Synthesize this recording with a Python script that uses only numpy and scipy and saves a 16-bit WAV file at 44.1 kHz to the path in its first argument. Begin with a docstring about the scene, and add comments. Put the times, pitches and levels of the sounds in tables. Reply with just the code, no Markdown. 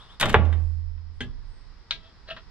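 """Air hose on a truck bed

Outdoors beside a house wall, on two closely spaced microphone ports. An air hose is dragged over a
truck bed: its brass fittings clatter, it lands with a thump, and the steel hums low. The coupler clicks
twice against a steel tank, then its thread grates as it is turned. Behind it, insects and a far bird."""
import sys
import numpy as np
from scipy import signal
from scipy.fft import rfft, irfft
from scipy.io import wavfile
from scipy.ndimage import uniform_filter1d

SR = 44100
rng = np.random.default_rng(int(sys.argv[2]) if len(sys.argv) > 2 else 0)


def master(y):
    """Save y as 16-bit WAV."""
    cut = np.clip(np.atleast_2d(y).T, -1, 1)
    pcm = np.round(cut * 32767)  # scale
    wavfile.write(sys.argv[1], SR, pcm.astype(np.int16))


N = 110250
TIME = np.arange(N) / SR


# fittings bouncing on the bed (time [s], knock level [dB], tick level [dB])
BOUNCES = [(0.1991, -28.5, -26.5), (0.2042, -30.5, -27.5), (0.2101, -24.5, -21), (.2128, -20, -28.5),
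           (0.2238, -28.5, -31.5), (0.2272, -15, -47), (.2365, -21.5, -44.5), (.2565, -23.5, -30),
           (.2855, -30, -39.5), (0.2942, -27.5, -33), (0.2992, -29.5, -33), (.3285, -31, -38.5),
           (0.453, -43, -54.5), (0.527, -35, -52.5), (.978, -59, -82.5)]
# spectra of the knock, the brass tick and the stirred bed (frequency [Hz], level [dB])
KNOCK_COLOUR = [(150, -24.5), (400, -6.5), (800, -3.5), (1200, -0.5), (1800, 1), (2600, -5), (3700, -3.5),
                (4600, -54.5), (8000, -48.5), (14000, -124)]
TICK_COLOUR = [(1500, -17.5), (3700, 7.5), (4800, -2), (7000, -5.5), (9000, -10.5), (12800, -13),
               (14200, -27), (15500, -40)]
BED_COLOUR = [(40, 1), (180, 0), (300, -6), (600, -6), (1800, -17), (3600, -30.5), (4600, -47),
              (6500, -65.5), (10000, -85)]

def clatter():
    """Each bounce is a knock and a bright tick, and stirs the bed; the bounces add in power."""
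    knocks = ticks = tails = 0
    for start, knock_db, tick_db in BOUNCES:
        knocks += (amp(knock_db) * fade(start, t60=0.06)) ** 2
        for stage_db, t60 in [(6, .005), (0, .031), (-11.5, .085)]:  # sharp contact, tick, jingle
            ticks += (amp(tick_db + stage_db) * fade(start, t60)) ** 2
        tails += (amp(knock_db - 4.5) * fade(start, t60=.36, rise=0.019)) ** 2
    return (np.sqrt(knocks) * noise(KNOCK_COLOUR) + np.sqrt(ticks) * noise(TICK_COLOUR)
            + np.sqrt(tails) * noise(BED_COLOUR))


# spectra of the landing (frequency [Hz], level [dB])
CRACK_COLOUR = [(150, -19), (387, -3), (600, -7), (828, 0), (1210, -5.5), (2400, -12.5), (3710, -21),
                (4570, -47), (14000, -88)]
BOOM_COLOUR = [(60, -14.5), (120, -7), (250, -11), (500, -11.5), (800, -11), (1400, -15), (2500, -35),
               (5000, -66.5), (12000, -92)]
# panel modes of the bed (frequency [Hz], level [dB], t60 [s])
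PANEL_MODES = [(122, -24, .55), (157, -26, .6), (259, -30, .65), (340, -33, .6), (450, -33, .55),
               (657, -30, .35), (790, -29, .3), (857, -30, .38), (1133, -35, .5), (1404, -33, .35)]

def thump(start=.343, thud_start=.3588):
    """The heavy landing on the bed: a hard strike and crack, a boom, a low thud and ringing panels."""
    strike = amp(3) * struck_tone(start, hz=1632, t60=0.0046)
    crack = amp(-7.5) * fade(start, t60=0.065) * noise(CRACK_COLOUR)
    boom = amp(-17.5) * fade(start, t60=.13, rise=0.007) * noise(BOOM_COLOUR)
    tail = amp(-23) * fade(start, t60=.5, rise=0.0033) * noise(BED_COLOUR)
    thud = amp(-3) * struck_tone(thud_start, hz=86, t60=0.067, rise=0.0065)
    panels = amp(-1.5) * ring(start, PANEL_MODES)
    return strike + crack + boom + tail + thud + panels


# level of the deep rumble (time [s], level [dB])
RUMBLE_LEVEL = [(0, -51), (.21, -50), (.25, -35), (.34, -32), (.5, -42), (.65, -34), (.9, -39), (1.15, -43),
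                (1.3, -34), (1.6, -47), (1.9, -54), (2.5, -51)]
# its spectrum (frequency [Hz], level [dB])
RUMBLE_COLOUR = [(12, -20), (24, -3), (31, 0), (42, -10), (90, -20), (200, -40), (8000, -130)]

def hum():
    """The lowest mode of the steel hums on over a deep rumble, mostly in the right port."""
    tone = amp(-7.5) * struck_tone(.3578, hz=81, t60=1.68, rise=0.039)
    rumble_gain = amp(4.5) * envelope(RUMBLE_LEVEL)
    left = amp(-18) * tone + amp(-10) * rumble_gain * noise(RUMBLE_COLOUR)
    right = tone + rumble_gain * noise(RUMBLE_COLOUR)
    return np.array([left, right])


# contacts as the coupler taps the tank, then snaps home (time [s], level [dB])
TAP_CONTACTS = [(1.2058, -32), (1.214, -38.5)]
SNAP_CONTACTS = [(1.9079, -27), (1.9094, -15), (1.9133, -29), (1.9166, -26)]
# their spectra (frequency [Hz], level [dB])
TAP_SPECTRUM = [(240, -40), (400, -2), (694, -16), (1260, -10), (1400, -19), (1640, 4), (1800, -12),
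                (1940, -2), (2280, -8.5), (3160, -3), (4200, -13.5), (9230, -34), (14000, -58)]
SNAP_SPECTRUM = [(180, -38), (649, -20), (1150, -17), (1340, 5), (1470, -16), (2100, -6), (3240, -0.5),
                 (3460, -1), (3750, 0.5), (4400, -4), (7240, -29), (14000, -86)]
# modes of tank and coupler (frequency [Hz], level [dB], t60 [s])
TANK_MODES = [(106, -41, .7), (248, -32, .38), (371, -45, .36), (813, -45, .16), (1620, -38, .1),
              (1685, -37, .2), (2681, -43, .14), (3149, -33, .11), (3400, -49, .2)]
COUPLER_MODES = [(665, -48, .18), (970, -48, .15), (1335, -45, .17), (1620, -36, .13), (1986, -48, .22),
                 (2272, -39, .14), (2439, -44, .13), (2589, -39, .1), (3182, -40, .2), (3290, -39, .23),
                 (3677, -40, .14), (3833, -30, .08)]

def coupler():
    """A tap rings the tank; the snap rings the coupler, whose brass sleeve pings at each contact."""
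    tap = click(TAP_CONTACTS, TAP_SPECTRUM, TANK_MODES, t60=0.055, tail_db=-2.5, tail_t60=0.1)
    snap = click(SNAP_CONTACTS, SNAP_SPECTRUM, COUPLER_MODES, t60=.01, tail_db=-16.5, tail_t60=.13)
    ping = sum(amp(db + 7) * struck_tone(start, hz=3800, t60=.007, rise=.0005)
               for start, db in SNAP_CONTACTS)
    return tap + snap + ping


def click(contacts, colour, modes, t60, tail_db, tail_t60):
    """Metal contacts in quick succession, with a dense ringing tail and a few clear modes."""
    power = 0
    for start, db in contacts:
        power += (amp(db) * fade(start, t60)) ** 2
        power += (amp(db + tail_db) * fade(start, tail_t60, rise=0.00064)) ** 2
    return np.sqrt(power) * noise(colour) + ring(contacts[0][0], modes)


# touches on the tank (time [s], level [dB])
TANK_TOUCHES = [(1.211, -37), (1.914, -45), (2.305, -45)]
# spectrum of its shell (frequency [Hz], level [dB])
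SHELL_COLOUR = [(50, -2.5), (200, 1), (280, -14.5), (430, -9.5), (650, -20), (1200, -19.5), (3000, -60)]

def tank_shell():
    """The tank answers each touch with a dull knock."""
    knocks = sum(amp(db) * fade(start, t60=0.33, rise=0.014) for start, db in TANK_TOUCHES)
    return knocks * noise(SHELL_COLOUR)


# jerks of the thread (peak time [s], rise [s], fall [s], level [dB], stick-slip level [dB],
# rasp frequency [Hz], rasp level [dB])
THREAD_JERKS = [(2.062, 0.048, 0.034, -55.5, -2, 3370, 4.5), (2.289, 0.0061, 0.0052, -40, -22, 4030, -4.5),
                (2.303, 0.0024, 0.0041, -40.5, -12, 2960, 1), (2.310, 0.0052, 0.013, -33, -5.5, 2850, -5.5),
                (2.365, 0.00099, .007, -43.5, -18, 3250, -4), (2.37, 0.001, 0.014, -43, -14.5, 1350, 5)]
# resonances of the turning fitting (frequency [Hz], width [Hz], level [dB])
FITTING_RESONANCES = [(660, 48, 3), (1325, 55, 3), (1630, 50, 0), (1795, 70, -1.5), (2650, 300, -9),
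                      (3240, 110, -7)]

def thread(slip_hz=654.4):
    """The thread catches in jerks: grainy friction and stick-slip pulses ring the hand-damped fitting."""
    cycles = np.cumsum(slip_hz * (1 + 0.01 * wander(samples=100))) / SR
    slips = unit(np.diff(np.floor(cycles), prepend=0) - slip_hz / SR)  # one pulse a cycle
    lowpass = signal.butter(6, 4400, fs=SR, output="sos")
    out = 0
    for peak, rise, fall, db, slip_db, rasp_hz, rasp_db in THREAD_JERKS:
        grains = rng.standard_normal(N) * amp(1.5 * wander(samples=30))
        jerk = np.exp(-np.maximum((peak - TIME) / rise, (TIME - peak) / fall))
        friction = (grains + amp(slip_db) * slips) * jerk
        fitting = sum(amp(level) * resonate(friction, hz, width) for hz, width, level in FITTING_RESONANCES)
        rasp = amp(rasp_db) * resonate(friction, rasp_hz, width_hz=360)
        grate = signal.sosfilt(lowpass, amp(-22.5) * friction + fitting + rasp)
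        grate += amp(-53) * friction  # a trace of treble sparkle
        peak_rms = np.sqrt(uniform_filter1d(grate ** 2, size=400).max())
        out += amp(db) * grate / peak_rms
    return out


# slides of the hose (peak time [s], width [s], pitch at the peak [Hz], level [dB])
HOSE_SLIDES = [(0.013, .016, 3426, -51), (.111, 0.013, 3372, -50)]
# spectrum of rubbing rubber (frequency [Hz], level [dB])
RUB_COLOUR = [(200, -23), (1100, 7.5), (2500, -12), (3600, 6.5), (4500, -26.5), (9000, -20), (14000, -45.5)]

def hose(octaves_per_s=10):
    """Rubber slides over an edge: a rub with a rising zip."""
    out = 0
    for peak, width, hz, db in HOSE_SLIDES:
        pitch = hz * 2 ** np.clip(octaves_per_s * (TIME - peak), -.25, .25)
        zip_tone = amp(db) * swell(peak, width) * glide(pitch)
        rub = amp(-54) * swell(peak + 0.01, 2.3 * width) * noise(RUB_COLOUR)
        out += zip_tone + rub
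    return out


# brushes of sleeve and hands (peak time [s], width [s], level [dB])
BRUSHES = [(.6, 0.13, -72.5), (1.17, 0.029, -78)]
# their spectrum (frequency [Hz], level [dB])
BRUSH_COLOUR = [(800, -15), (3000, 1.5), (4500, -8.5), (9000, -5), (15000, -36)]

def rustle():
    """Cloth and skin brush softly."""
    return sum(amp(db) * swell(peak, width) for peak, width, db in BRUSHES) * noise(BRUSH_COLOUR)


# spectrum of the yard's murmur (frequency [Hz], level [dB])
MURMUR_COLOUR = [(35, -28.5), (60, -5), (100, -12), (180, -18.5), (320, -24.5), (450, -24), (620, -31),
                 (950, -24), (1300, -26.5), (1900, -29.5), (2700, -36), (4000, -33.5), (5100, -31),
                 (6100, -46.5), (9500, -59.5), (15000, -81)]
# level of the background murmur, ducking after the thump and slowly recovering (time [s], level [dB])
MURMUR_DUCKING = [(0, -54.5), (.75, -61), (.98, -62.5), (1.25, -59.5), (1.6, -57), (2.5, -55.5)]

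def yard():
    """Outdoor murmur around the microphone, narrow in the bass and wide in the treble."""
    width = gains([(100, -15.5), (400, -7.5), (1400, -6), (3000, -2.5), (8000, 2.5)])
    side = irfft(rfft(noise(MURMUR_COLOUR)) * width, N)
    return (noise(MURMUR_COLOUR) + np.array([side, -side])) * envelope(MURMUR_DUCKING)


# band of the insects (frequency [Hz], level [dB])
INSECT_BAND = [(3000, -9.5), (4300, -22), (5200, 16.5), (5600, -1.5), (6100, -37.5)]

def insects():
    """Insects make a steady high hiss on both sides."""
    return amp(-74) * np.array([noise(INSECT_BAND), noise(INSECT_BAND)])


# partials of the whine (frequency [Hz], level [dB])
WHINE_PARTIALS = [(966, -5), (1933, 0)]
# its level (time [s], level [dB])
WHINE_LEVEL = [(0, -79), (.7, -75), (1.05, -81), (1.35, -74), (1.48, -78), (1.65, -70), (1.78, -77),
               (2.2, -75), (2.5, -71)]

def whine():
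    """A faint background whine wavers in pitch and level."""
    drift = 1 + 0.0023 * wander(samples=1500)
    tone = sum(amp(db) * glide(hz * drift) for hz, db in WHINE_PARTIALS)
    waver = amp(2.5 * wander(samples=1800))
    return envelope(WHINE_LEVEL) * waver * tone


def bird(peak=1.56, hz=8420, sag_hz_per_s=1100):
    """Far off, one thin, unsteady bird note sags in pitch."""
    pitch = hz - sag_hz_per_s * (TIME - peak) + 90 * wander(samples=100)
    return amp(-76) * swell(peak, width=.07) * glide(pitch)


# spectrum of the echo off wall and truck (frequency [Hz], level [dB])
ECHO_COLOUR = [(100, 6.5), (800, -14), (2000, -1.5), (4000, 0.5), (8000, -3), (15000, -9)]
# balance of the microphone ports (frequency [Hz], left minus right [dB])
PORT_TILT = [(60, 4), (200, -2), (600, 0), (1300, -1.5), (2400, 4.5), (4200, 4), (6000, -8.5),
             (8100, -13.5), (15000, -5.5)]

def ports(source, left_lag_s=6e-5):
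    """Sound reaches the right port first; wall and truck add a short echo; each port has its own colour."""
    tails = [noise(ECHO_COLOUR) * fade(0.0015, t60=.17) for _ in range(2)]
    echo = np.array([signal.fftconvolve(source, tail / np.linalg.norm(tail))[:N] for tail in tails])
    lag = np.exp(-2j * np.pi * np.fft.rfftfreq(N, 1 / SR) * left_lag_s)
    direct = np.array([rfft(source) * lag, rfft(source)])
    tilt = np.sqrt(gains(PORT_TILT))
    return irfft((direct + amp(-11.5) * rfft(echo)) * np.array([tilt, 1 / tilt]), N)


def amp(db):
    """Decibels to gain."""
    return 10 ** (np.asarray(db) / 20)


def unit(x):
    """Scale to rms 1."""
    return x / np.sqrt(np.mean(x ** 2))


def gains(points):
    """Gain at each frequency from (frequency [Hz], level [dB]) points."""
    hz, db = np.array(points).T
    return amp(np.interp(np.log(np.fft.rfftfreq(N, 1 / SR) + 1), np.log(hz), db))


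def envelope(points):
    """Gain at each sample from (time [s], level [dB]) points."""
    return amp(np.interp(TIME, *np.array(points).T))


def noise(colour):
    """Coloured noise of rms 1."""
    return unit(irfft(rfft(rng.standard_normal(N)) * gains(colour), N))


def wander(samples):
    """Random drift of rms 1, smoothed over so many samples."""
    return unit(uniform_filter1d(rng.standard_normal(N), size=samples))


def fade(start, t60, rise=0.00024):
    """Quick rise, then a decay of 60 dB in t60 seconds."""
    age = np.maximum(TIME - start, 0)
    return (1 - np.exp(-age / rise)) * np.exp(-np.log(1000) * age / t60)


def swell(peak, width):
    """Bell-shaped envelope."""
    return np.exp(-.5 * ((TIME - peak) / width) ** 2)


def glide(hz):
    """A sine that follows a changing pitch."""
    return np.sin(2 * np.pi * np.cumsum(hz) / SR)


def struck_tone(start, hz, t60, rise=0.00024):
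    """One decaying sine."""
    return fade(start, t60, rise) * np.sin(2 * np.pi * hz * (TIME - start))


def ring(start, modes):
    """Struck modes dying away, each at a random phase."""
    return sum(amp(db) * fade(start, t60, rise=0.0023) * np.sin(2 * np.pi * (hz * TIME + rng.random()))
               for hz, db, t60 in modes)


def resonate(x, hz, width_hz):
    """One resonance, gain 1 at its centre."""
    return signal.lfilter(*signal.iirpeak(hz, hz / width_hz, fs=SR), x)


def scene():
    """The handling as it reaches the two ports, over the steel's hum and the yard."""
    handling = clatter() + thump() + coupler() + tank_shell() + thread() + hose() + rustle()
    return ports(handling) + hum() + yard() + insects() + whine() + bird()


def record(dry, top_hz=14900):
    """The recorder rounds the highest peaks and cuts the top."""
    rounded = dry / (1 + dry ** 6) ** (1 / 6)
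    return signal.sosfilt(signal.ellip(8, .2, 70, top_hz, fs=SR, output="sos"), rounded)


dry = scene()
out = record(dry)
master(out)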